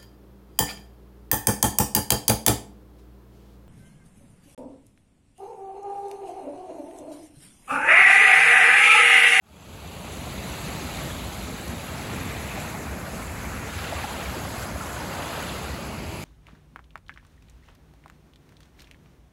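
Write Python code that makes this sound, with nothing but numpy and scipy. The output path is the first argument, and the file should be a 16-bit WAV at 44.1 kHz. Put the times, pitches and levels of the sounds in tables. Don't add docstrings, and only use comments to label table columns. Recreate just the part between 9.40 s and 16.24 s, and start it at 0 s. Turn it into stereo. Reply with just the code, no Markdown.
import sys
import numpy as np
from scipy import signal
from scipy.fft import rfft, irfft
from scipy.io import wavfile
from scipy.ndimage import uniform_filter1d, map_coordinates

SR = 44100
rng = np.random.default_rng(int(sys.argv[2]) if len(sys.argv) > 2 else 0)


def file_out(sig):
    cols = np.atleast_2d(sig).T
    lim = np.clip(cols, -1, 1)
    pcm = np.round(lim * 32767).astype(np.int16)
    wavfile.write(sys.argv[1], SR, pcm)


N = 301644
SIZE = 512


def amp(db):
    return 10 ** (np.asarray(db) / 20)


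def unit(x):
    return x / np.sqrt(np.mean(np.abs(x) ** 2) + 1e-20)


def frames(x):
    return signal.stft(x, SR, nperseg=SIZE, noverlap=SIZE * 3 // 4)[2]


def sound(z):
    return signal.istft(z, SR, nperseg=SIZE, noverlap=SIZE * 3 // 4)[1][..., :N]


HZ, TIMES = signal.stft(np.zeros(N), SR, nperseg=SIZE, noverlap=SIZE * 3 // 4)[:2]
HZ = HZ[:, None]


def along(points, hz):
    f, v = np.transpose(points)
    return np.interp(np.log(hz + 1), np.log(f + 1), v)


def curves(rows, times):
    s, *cols = np.transpose(rows)
    return [np.interp(times, s, c) for c in cols]


def wobble(times, rate):
    return map_coordinates(rng.standard_normal(200), [times * rate])


def patches(db, tall, long):
    field = rng.standard_normal((len(HZ), len(TIMES)))
    for _ in range(2):
        field = uniform_filter1d(field, max(int(tall), 1), 0)
        field = uniform_filter1d(field, max(int(long), 1), 1)
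    return amp(db * unit(field))


def rings(times, db, hz, cycles, rise, size):
    u = np.arange(size) / SR * hz[:, None] / cycles
    envelope = u * np.exp(1 - u) * np.linspace(1, 0, size) ** .5
    ring = envelope * np.sin(2 * np.pi * cycles * (u + rise * u * u / 2))
    at = (times * SR).astype(int)[:, None] + np.arange(size)
    return np.bincount(at.ravel(), (amp(db)[:, None] * ring).ravel(), N + size)[:N]


def swarm(count, hz, spread, cycles, scatter_db, size):
    when, loud, tone = rng.random(count), rng.standard_normal(count), rng.standard_normal(count)
    pitch = np.clip(hz * np.exp(spread * tone), hz / 2.48, 16000)
    level_db = scatter_db * loud.clip(-2, 2)
    return unit(rings(when * N / SR, level_db, pitch, cycles, rise=0.0932, size=size))


def spaced(z, turn):
    return np.array([z * np.exp(.5j * turn), z * np.exp(-.5j * turn)])


def low_noise(spectrum, apart_db, rate, lumpy_db):
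    gain = amp(along(spectrum, np.fft.rfftfreq(N, 1 / SR)))
    mid, side = irfft(rfft(rng.standard_normal((2, N))) * gain, N)
    lumps = wobble(np.arange(N) / SR, rate)
    pair = np.array([mid + amp(apart_db) * side, mid - amp(apart_db) * side])
    lean = amp([[-.4], [.4]])
    return unit(amp(lumpy_db * lumps) * pair * lean)


# t/s, level/dB
DRONE_LEVEL = [(0, -40), (.55, -41), (.85, -38), (1.2, -37), (1.7, -38.5), (2.2, -38.5), (2.7, -36.5),
               (3.4, -38), (4, -40), (4.5, -38.5), (5.2, -40), (6.1, -38.5), (6.55, -37.5), (6.84, -36.5)]
# f/Hz, level/dB
DRONE_SPECTRUM = [(40, -62), (80, -23), (120, -0.5), (200, -0.5), (300, -5), (450, -12.5), (580, -39),
                  (990, -120)]


def drone(t):
    level_db = curves(DRONE_LEVEL, t)[0]
    return amp(level_db) * low_noise(DRONE_SPECTRUM, apart_db=-12.0, rate=15, lumpy_db=1.14)


# t/s, level/dB
WIND_LEVEL = [(0, -41), (.35, -36.5), (.9, -40), (1.3, -39.5), (1.9, -38.5), (2.4, -40.5), (3, -39.5),
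              (3.5, -38), (4, -37), (4.4, -38), (4.75, -39.5), (5.2, -36.5), (5.6, -39), (6, -42),
              (6.4, -41.5), (6.65, -37), (6.84, -43.5)]
# f/Hz, level/dB
WIND_SPECTRUM = [(15, -47), (28, -28), (40, -22), (50, -9), (68, -4.5), (95, -7), (130, -17.5), (200, -17),
                 (400, -120)]
GUST_DB = 0.4


def wind(t):
    level_db = curves(WIND_LEVEL, t)[0] + GUST_DB * wobble(t, rate=3.04)
    return amp(level_db) * low_noise(WIND_SPECTRUM, apart_db=-13.5, rate=25, lumpy_db=0.0)


# crest t/s, rise time/s, fall time/s, swell level/dB
WAVES_UP = [(1.35, .5, 0.48, 2), (2.92, 0.3, 0.071, 1.5), (3.17, 0.2, 0.12, 2.5), (3.34, 0.085, 0.097, 0.5),
            (4.6, 0.12, 0.68, 2.5), (5.55, 0.16, 0.27, 1.5), (5.95, 0.29, 0.51, 3.5)]


def swell(times):
    total_db = 0
    for crest, rise, fall, db in WAVES_UP:
        span = np.where(times < crest, rise, fall)
        total_db = total_db + db * np.exp(-((times - crest) / span) ** 2)
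    return total_db


# f/Hz, level/dB
RUSH_SPECTRUM = [(120, -48), (300, -11.5), (600, -2), (1000, -5.5), (1350, -6), (1750, -9), (2300, -12),
                 (2900, -12), (3500, -13.5), (5000, -17), (7000, -42), (12000, -77)]


def hiss():
    texture = patches(1.1, 7, 4) * patches(3.2, 1, 9)
    return unit(frames(rng.standard_normal(N)) * texture * amp(along(RUSH_SPECTRUM, HZ)))


def grain():
    return unit(frames(swarm(count=1600, hz=1892, spread=.55, cycles=16.9, scatter_db=3.0, size=1300)))


def churn():
    return unit(frames(swarm(count=6000, hz=1103, spread=0.605, cycles=4.22, scatter_db=6.0, size=800)))


def crackle():
    return unit(frames(swarm(count=2500, hz=2645, spread=0.453, cycles=1.0, scatter_db=3.5, size=200)))


# t/s, power share of right surf, of left surf, of the breaker in front,
# right-left delay of right surf/ms, drift of the left surf's delay/ms, delay of the breaker/ms
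STRETCHES = [(0, 0.58, 0.15, 0.044, -0.25, -0.047, -0.18), (.7, 0.57, 0.19, 0.02, -0.28, 0.059, -0.37),
             (1.3, 0.22, 0.37, 0.054, -0.25, 0.052, -0.19), (1.8, 0.54, 0.1, 0.056, -0.27, 0.1, -0.16),
             (2.15, 0.079, 0.3, 0, -0.26, 0.061, -.1), (2.6, 0.12, 0.16, 0.24, -0.21, 0.067, -0.044),
             (3, 0, 0.35, 0.02, -0.25, 0.11, -0.028), (3.3, 0.3, 0.34, 0.4, -.16, 0.074, -0.081),
             (3.55, 0.56, 0.073, 0.064, -0.14, 0.079, 0.03), (3.85, 0.4, 0.037, 0.13, -0.19, 0.027, 0.081),
             (4.15, 0.48, 0.035, 0.29, -0.17, 0, 0.051), (4.5, 0.25, .03, 0.62, -0.22, -0.0071, 0.032),
             (4.75, 0.26, 0.065, 0.69, -0.26, -0.018, 0.045), (5.1, 0.41, 0.026, 0.5, -0.19, 0, 0.1),
             (5.5, 0.57, 0.025, 0.29, -0.15, 0, 0.035), (5.8, 0.35, .03, 0.56, -0.22, -0.012, -0.072),
             (6.15, 0.032, 0.16, 0.23, -0.24, 0.0039, -0.042), (6.45, 0.32, 0.44, 0, -0.16, 0.018, -0.077),
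             (6.84, 0.083, 0.65, 0.024, -0.19, 0.0024, 0)]
# f/Hz, delay/ms
LEFT_DELAY = [(500, .3), (1700, .3), (2750, .365), (3600, .415), (6000, .43)]
UNLIKE_S = 0.0011


def shore():
    right, left, near, right_ms, drift_ms, near_ms = curves(STRETCHES, TIMES)
    around = np.clip(1 - right - left - near, .02, 1)
    right_surf = unit(hiss() + amp(-12) * crackle() + amp(-9.5) * grain())
    left_surf = unit(hiss() + amp(-12) * crackle() + amp(-11.0) * grain())
    breaker = unit(hiss() + amp(-12) * crackle() + amp(-5.5) * churn() + amp(-9) * grain())
    turn = np.arccos(np.sinc(2 * HZ * UNLIKE_S)) / 2
    mid, side = hiss() * np.cos(turn), hiss() * np.sin(turn)
    pair = np.sqrt(around) * np.array([mid + side, mid - side])
    left_ms = along(LEFT_DELAY, HZ) + drift_ms
    parts = [(right, right_surf, right_ms), (left, left_surf, left_ms), (near, breaker, near_ms)]
    for share, z, ms in parts:
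        pair = pair + np.sqrt(share.clip(0)) * spaced(z, 2 * np.pi * HZ * ms / 1000)
    return unit(sound(pair))


# t/s, upper mids over the rush level/dB, low treble over the rush level/dB,
# foam level change/dB
WATER_COLOUR = [(0, 2.5, -4.5, -0.5), (.3, 2.5, -4.5, -1.5), (.6, 0.5, -2, -1.5), (1.2, 2.5, -3, 1),
                (1.65, 2.5, -1.5, 2), (2.1, 0, 0.5, 1), (2.7, 2, -1.5, 0.5), (2.95, 3.5, -4.5, 1),
                (3.1, 2.5, -4, 1.5), (3.3, 1.5, -1.5, 1), (3.4, 1.5, -5, 1.5), (3.5, 2, -3, -1),
                (3.85, 3, -5.5, 0.5), (4.22, 5, -7, 1), (4.36, 4, -2, 1.5), (4.7, 2, -3, 1.5),
                (4.9, 1, -1, 1.5), (5.1, 0.5, 1.5, 2), (5.22, 2, 0, 3), (5.31, 0.5, -2, 0),
                (5.5, -1, -1, 2), (5.58, 0.5, -2.5, 0.5), (5.7, -1, -1, 1), (5.95, 2, -2, 1.5),
                (6.1, 1, -1, 1.5), (6.25, 0, -0.5, -0.5), (6.5, 0.5, -1.5, -2), (6.6, 0.5, -1, -4),
                (6.84, 3, -3.5, -1)]
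WASH_DB = -36


def rush():
    bright_db, sizzle_db, _ = curves(WATER_COLOUR, TIMES)
    octaves = np.clip(np.log2((HZ + 1) / 1100), 0, 1)
    thin = np.clip((HZ - 2500) / 500, 0, 1)
    level_db = WASH_DB + swell(TIMES) + bright_db * octaves + sizzle_db * thin
    return frames(shore()) * amp(level_db)


# f/Hz, level/dB
FOAM_SPECTRUM = [(2500, -53), (4500, -8), (6200, -0.5), (8500, -1), (10500, 0.5), (12500, -4),
                 (14200, -10.5), (16000, -10)]
FIZZ_DB, FIZZ_GROWS = -44, 0.34


def fizz(t):
    bursts = swarm(count=7000, hz=8900, spread=0.352, cycles=1.5, scatter_db=4.5, size=150)
    spray = rng.standard_normal(N) + amp(-10) * bursts
    shape = amp(along(FOAM_SPECTRUM, HZ)) * patches(0.49, 69, 12.5) * patches(1.9, 3.5, 8.5)
    pair = spaced(frames(spray), -2 * np.pi * (HZ - 7000) / 4400)
    foam_db = FIZZ_DB + FIZZ_GROWS * swell(t) + curves(WATER_COLOUR, t)[2] + 0.21 * wobble(t, rate=5.8)
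    return amp(foam_db) * unit(sound(pair * shape))


# t/s, nominal peak level/dB, f/Hz
LOW_THUMPS = [(0.561, -34, 150), (1.1, -33, 72.4), (1.28, -30, 72), (1.445, -32, 80), (2.05, -39, 68),
              (2.496, -31, 78.4), (2.776, -30, 84.5), (3.04, -29, 80), (3.508, -28, 79), (4.353, -27, 83),
              (4.55, -28, 82), (4.88, -31, 67), (5.33, -32, 69), (5.68, -34, 80), (6.3, -31, 69.4),
              (6.528, -34, 105)]


def thumps():
    return rings(*np.transpose(LOW_THUMPS), cycles=1.1, rise=-0.022, size=6000)


# t/s, nominal peak level/dB before lapping and lean, f/Hz
BIG_BUBBLES = [(.99, -31, 2210), (1.583, -38, 1360), (1.699, -34, 1660), (2.071, -39, 1230),
               (2.592, -35, 810), (2.916, -40, 2450), (3.174, -32, 755), (3.298, -35, 2130),
               (3.345, -32, 810), (3.825, -34, 2160), (4.054, -34, 2230), (4.522, -26.5, 653),
               (4.563, -32.5, 1144), (4.64, -24, 800), (4.739, -33, 900), (4.797, -33, 1300),
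               (4.856, -32, 2260), (4.893, -35, 1210), (4.941, -32, 870), (4.963, -29, 343),
               (5.005, -34, 690), (5.048, -32, 734), (5.07, -34, 560), (5.076, -34, 2040),
               (5.157, -31, 735), (5.359, -32, 640), (5.408, -30.5, 1310), (5.535, -36, 1180),
               (5.566, -31, 1450), (5.6, -31, 874), (5.652, -36, 608), (5.705, -29.5, 536),
               (5.79, -33, 710), (5.975, -31, 570), (6.015, -40, 1570), (6.029, -36, 2825),
               (6.04, -34, 1240), (6.089, -42, 3300), (6.241, -36, 810), (6.258, -37, 1320)]


def gulps():
    s, db, hz = np.transpose(BIG_BUBBLES)
    cycles = 0.0028 * hz[:, None] + 0.66
    return frames(rings(s, db, hz, cycles=cycles, rise=0.02, size=3000))


# t/s, nominal peak level/dB before lapping and lean, f/Hz of the spray
STONE_SLAPS = [(2.895, -38, 3300), (2.968, -38, 3500), (3.095, -41, 2200), (3.419, -42, 2000),
               (3.72, -45, 2000), (3.897, -35, 2200), (4.446, -32, 2500), (4.493, -43, 3000),
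               (4.593, -38, 2800), (4.826, -33, 1990), (5.635, -43, 2200), (5.767, -38, 2000),
               (5.825, -36, 3000), (5.892, -40, 3500), (6.0, -40, 3000), (6.093, -32, 3300)]
SLAP_RISE_S, SLAP_FALL_S, SLAP_OCTAVES = .0022, 0.005, 0.3


def slaps():
    s, db, hz = np.transpose(STONE_SLAPS)[:, :, None, None]
    late = TIMES - s
    burst = np.exp(np.where(late < 0, late / SLAP_RISE_S, -late / SLAP_FALL_S))
    band = np.exp(-(np.log2((HZ + 1) / hz) / SLAP_OCTAVES) ** 2 / 2)
    band = band / np.sqrt(np.mean(band ** 2, axis=1, keepdims=True))
    return frames(rng.standard_normal(N)) * np.sum(amp(db) * burst * band, axis=0)


def wash():
    near_ms = curves(STRETCHES, TIMES)[5]
    splashes = spaced(gulps() + slaps(), 2 * np.pi * HZ * near_ms / 1000)
    lean = amp([[0.6], [-0.6]])
    return sound(rush() + splashes) * lean


def scene():
    t = np.arange(N) / SR
    rumble = drone(t) + wind(t) + thumps()
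    lapping = amp(0.34 * wobble(t, rate=9))
    return rumble + lapping * (wash() + fizz(t))


FADE_FROM_S, FADE_S, TOP_HZ = 0.0038, 0.76, 15800


def record(dry):
    faded = dry * np.clip((np.arange(N) / SR - FADE_FROM_S) / FADE_S, 0, 1)
    padded = N + 4096
    keep = np.fft.rfftfreq(padded, 1 / SR) < TOP_HZ
    return irfft(rfft(faded, padded) * keep, padded)[:, :N]


dry = scene()
out = record(dry)
file_out(out)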